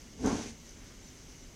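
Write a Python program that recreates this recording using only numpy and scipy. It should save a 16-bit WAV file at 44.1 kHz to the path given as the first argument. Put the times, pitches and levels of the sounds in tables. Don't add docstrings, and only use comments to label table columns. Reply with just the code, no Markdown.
import sys
import numpy as np
from scipy import signal
from scipy.fft import rfft, irfft
from scipy.io import wavfile
from scipy.ndimage import uniform_filter1d

SR = 44100
rng = np.random.default_rng(int(sys.argv[2]) if len(sys.argv) > 2 else 0)


def waveform_to_disk(signal):
    frames = np.transpose(np.atleast_2d(signal))
    scaled = np.clip(frames, -1, 1) * 32767
    samples = np.round(scaled).astype(np.int16)
    wavfile.write(sys.argv[1], SR, samples)


def linear_from_db(decibels):
    return 10 ** (np.asarray(decibels, float) / 20)


N = 68355

# t/s, load on the burner level/dB, sliding speed level/dB, treble bite of the contact level/dB
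SHOVE_MOTION = [
    (.165, -58, -74, -24),
    (.19, -47.5, -61, -7.5),
    (.232, -36, -51.5, -20),
    (.243, -31.5, -50.5, -5),
    (.275, -32.5, -43, -0.5),
    (.33, -33.5, -46, -2.5),
    (.43, -44.5, -47, -2.5),
    (.5, -49.5, -51, -8.5),
    (.56, -64, -69.5, 2),
]


def evened(x):
    return x / np.sqrt(np.mean(x ** 2) + 1e-20)


def along(table, column=1):
    rows = np.array(table)
    level_db = np.interp(np.arange(N) / SR, rows[:, 0], rows[:, column], -120, -120)
    return linear_from_db(level_db)


def resonate(x, hz, width):
    turn = np.exp(2j * np.pi * hz * np.arange(len(x)) / SR)
    r = np.exp(-np.pi * width / SR)
    return 2 * (turn * signal.lfilter([1 - r], [1, -r], x / turn)).real


def resonate_twice(x, hz, width):
    return resonate(resonate(x, hz, width), hz, width)


def band(x, low_hz, high_hz, order=2):
    return signal.sosfilt(signal.butter(order, [low_hz, high_hz], "bandpass", fs=SR, output="sos"), x)


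def coloured(x, points):
    hz = np.fft.rfftfreq(len(x), 1 / SR)
    f, db = np.transpose(points)
    gain_db = np.interp(np.log(hz + 1), np.log(f + 1), db, -90)
    return irfft(rfft(x) * linear_from_db(gain_db), len(x))


def grains(per_s, spread_db):
    struck = rng.random(N) < per_s / SR
    size = linear_from_db(spread_db * np.minimum(rng.exponential(1, N), 4))
    return evened(struck * size * np.sign(rng.standard_normal(N)))


def patchy(depth_db, wide, long):
    z = signal.stft(rng.standard_normal(N + 512), nperseg=512, noverlap=384)[2]
    drift = uniform_filter1d(rng.standard_normal(z.shape), wide, axis=0)
    drift = uniform_filter1d(drift, long, axis=1)
    return signal.istft(z * linear_from_db(depth_db * evened(drift)), nperseg=512, noverlap=384)[1][:N]


def kitchen_hum():
    # f/Hz, spectrum level/dB
    hum_spectrum = [(16, -14), (28, 0), (46, -2), (70, -7), (150, -10), (280, -11), (600, -21), (2500, -62)]
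    hum = linear_from_db(-53.5) * evened(coloured(patchy(0.23, wide=3, long=20), hum_spectrum))
    boom = linear_from_db(-64) * evened(resonate_twice(rng.standard_normal(N), hz=248, width=37))
    return hum + boom


def fan_whine():
    # f/Hz, bandwidth/Hz, level/dB
    fan_modes = [
        (2155, 220, -71.5),
        (2910, 450, -72),
    ]
    white = rng.standard_normal(N)
    return sum(linear_from_db(db) * evened(resonate_twice(white, hz, width)) for hz, width, db in fan_modes)


def fat_hiss():
    # f/Hz, spectrum level/dB
    hiss_spectrum = [(410, -46), (700, -5), (1190, -6), (2160, -5), (2560, -6), (3930, -7), (6270, -2),
                     (9130, -14), (15500, -21.5)]
    # t/s, level/dB
    simmer = [(0, .8), (.12, -1), (.55, -1.5), (.69, 1), (.75, -.5), (.85, .3), (1.0, -.7), (1.08, 1.2),
              (1.2, 0), (1.34, 1), (1.42, -.5), (1.55, -1)]
    fizz = patchy(1.0, wide=12, long=10) + linear_from_db(-9) * grains(1500, 3.0)
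    return linear_from_db(-58.5) * evened(coloured(fizz, hiss_spectrum)) * along(simmer)


def spits():
    # t/s, peak level/dB
    spit_bursts = [
        (.018, -50),
        (.2618, -31),
        (.6675, -50),
        (.6915, -50),
        (.6928, -48),
        (.6942, -50),
        (.709, -48),
        (1.365, -54),
    ]
    clicks = np.zeros(N)
    for s, db in spit_bursts:
        clicks[round(s * SR)] = linear_from_db(db + 0.4)
    edge = band(clicks, 3500, 12300, order=10)
    ring = resonate_twice(edge, hz=6200, width=900)
    return clicks.max() * (ring / abs(ring).max() + linear_from_db(-1.5) * edge / abs(edge).max())


def flecks():
    # t/s, lower f/Hz, upper f/Hz, level/dB
    fleck_puffs = [
        (.138, 4200, 5700, -65),
        (.556, 6300, 9400, -67),
        (1.044, 5600, 6900, -62),
        (1.09, 5600, 6900, -63),
        (1.438, 5600, 6900, -65),
    ]
    fleck_s = .046
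    t, out = np.arange(N) / SR, np.zeros(N)
    for s, low_hz, high_hz, db in fleck_puffs:
        puff = np.cos(np.pi * np.clip((t - s) / fleck_s, -.5, .5)) ** 2
        out += linear_from_db(db) * puff * evened(band(rng.standard_normal(N), low_hz, high_hz, order=8))
    return out


def panel(force):
    # f/Hz, bandwidth/Hz, level/dB
    panel_modes = [(117, 65, -11), (202, 22, -18), (238.5, 62, 4.5), (279, 20.5, -4), (318, 35, -10),
                   (411.8, 29, 0), (546, 58, -14.5), (627, 43, -13.5), (727, 110, -8.5), (850, 69, -16.5),
                   (1054, 33, -14.5), (1365, 21, -9.5), (1506, 32, -11), (1800, 36, -54)]
    return sum(linear_from_db(db) * resonate(force, hz, width) for hz, width, db in panel_modes)


def judder():
    slips = band(grains(per_s=2500, spread_db=1.5), 41, 1574, order=4)
    dull = signal.sosfiltfilt(signal.butter(2, 500, fs=SR, output="sos"), slips)
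    bite = along(SHOVE_MOTION, column=3)
    force = (dull + (slips - dull) * bite) * along(SHOVE_MOTION)
    return linear_from_db(1) * panel(force) / np.std(panel(slips))


def heave():
    # t/s, level/dB
    frame_push = [
        (.17, -62),
        (.195, -47),
        (.232, -48),
        (.25, -41),
        (.32, -43),
        (.42, -55),
        (.51, -53),
        (.57, -62),
    ]
    low = band(rng.standard_normal(N), 29, 100)
    return linear_from_db(1.5) * evened(low) * along(frame_push)


def jolts():
    # t/s, force level/dB, contact time/ms
    catches = [(.2442, -23, 1.7), (.2485, -27, 1.7), (.2578, -23, 1.8), (.2655, -23, 1.5),
               (.2733, -20, 1.8), (.2772, -25, 1.4), (.2892, -30, 1.5), (.305, -25, 1.5), (.318, -24, 1.7),
               (.33, -28, 1.7), (.397, -33, 1.8), (.461, -33, 1.8)]
    t, force = np.arange(N) / SR, np.zeros(N)
    for s, db, ms in catches:
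        force -= linear_from_db(db) * np.exp(-.5 * ((t - s) / (ms / 4000)) ** 2)
    force = signal.sosfiltfilt(signal.butter(2, 110, "highpass", fs=SR, output="sos"), force)
    return linear_from_db(5.5) * panel(force) + linear_from_db(-17) * force


def scrape():
    # f/Hz, spectrum level/dB
    rasp_spectrum = [(900, -40), (1600, -11), (2200, -6), (3500, -10), (4800, -8.5), (6300, -5.5),
                     (8000, -14.5), (11000, -23.5), (13000, -38)]
    grit = evened(coloured(grains(per_s=23000, spread_db=2), rasp_spectrum))
    return linear_from_db(-0.86) * grit * along(SHOVE_MOTION, column=2)


def glide():
    # t/s, level/dB
    brush_level = [
        (.72, -80),
        (.78, -65.5),
        (.85, -64),
        (.92, -65.5),
        (.97, -80),
    ]
    brush = evened(resonate_twice(rng.standard_normal(N), hz=1490, width=1550))
    return brush * along(brush_level)


def dropouts(x):
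    gap_from_hz, gap_share, gap_db = 9000, .2, -30
    hz, _, z = signal.stft(x, SR, nperseg=2048, noverlap=1536)
    cells = rng.random((len(hz) // 6 + 1, z.shape[1] // 4 + 1))
    cells = cells.repeat(6, axis=0).repeat(4, axis=1)[:len(hz), :z.shape[1]]
    gone = (cells < gap_share) & (hz > gap_from_hz)[:, None]
    return signal.istft(z * np.where(gone, linear_from_db(gap_db), 1), SR, nperseg=2048, noverlap=1536)[1][:N]


def scene():
    background = kitchen_hum() + fan_whine() + fat_hiss() + spits()
    shove = judder() + heave() + jolts() + scrape() + glide()
    return np.tile(background + shove, (2, 1))


def low_pass(x):
    return signal.sosfilt(signal.butter(12, 15690, fs=SR, output="sos"), x)


def record(dry):
    bump = linear_from_db(-3) * resonate(dry[0], hz=6200, width=750)
    mic = dropouts(dry[0] + bump)
    return low_pass(mic + flecks() * np.array([[1], [-1]]))


dry = scene()
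out = record(dry)
waveform_to_disk(out)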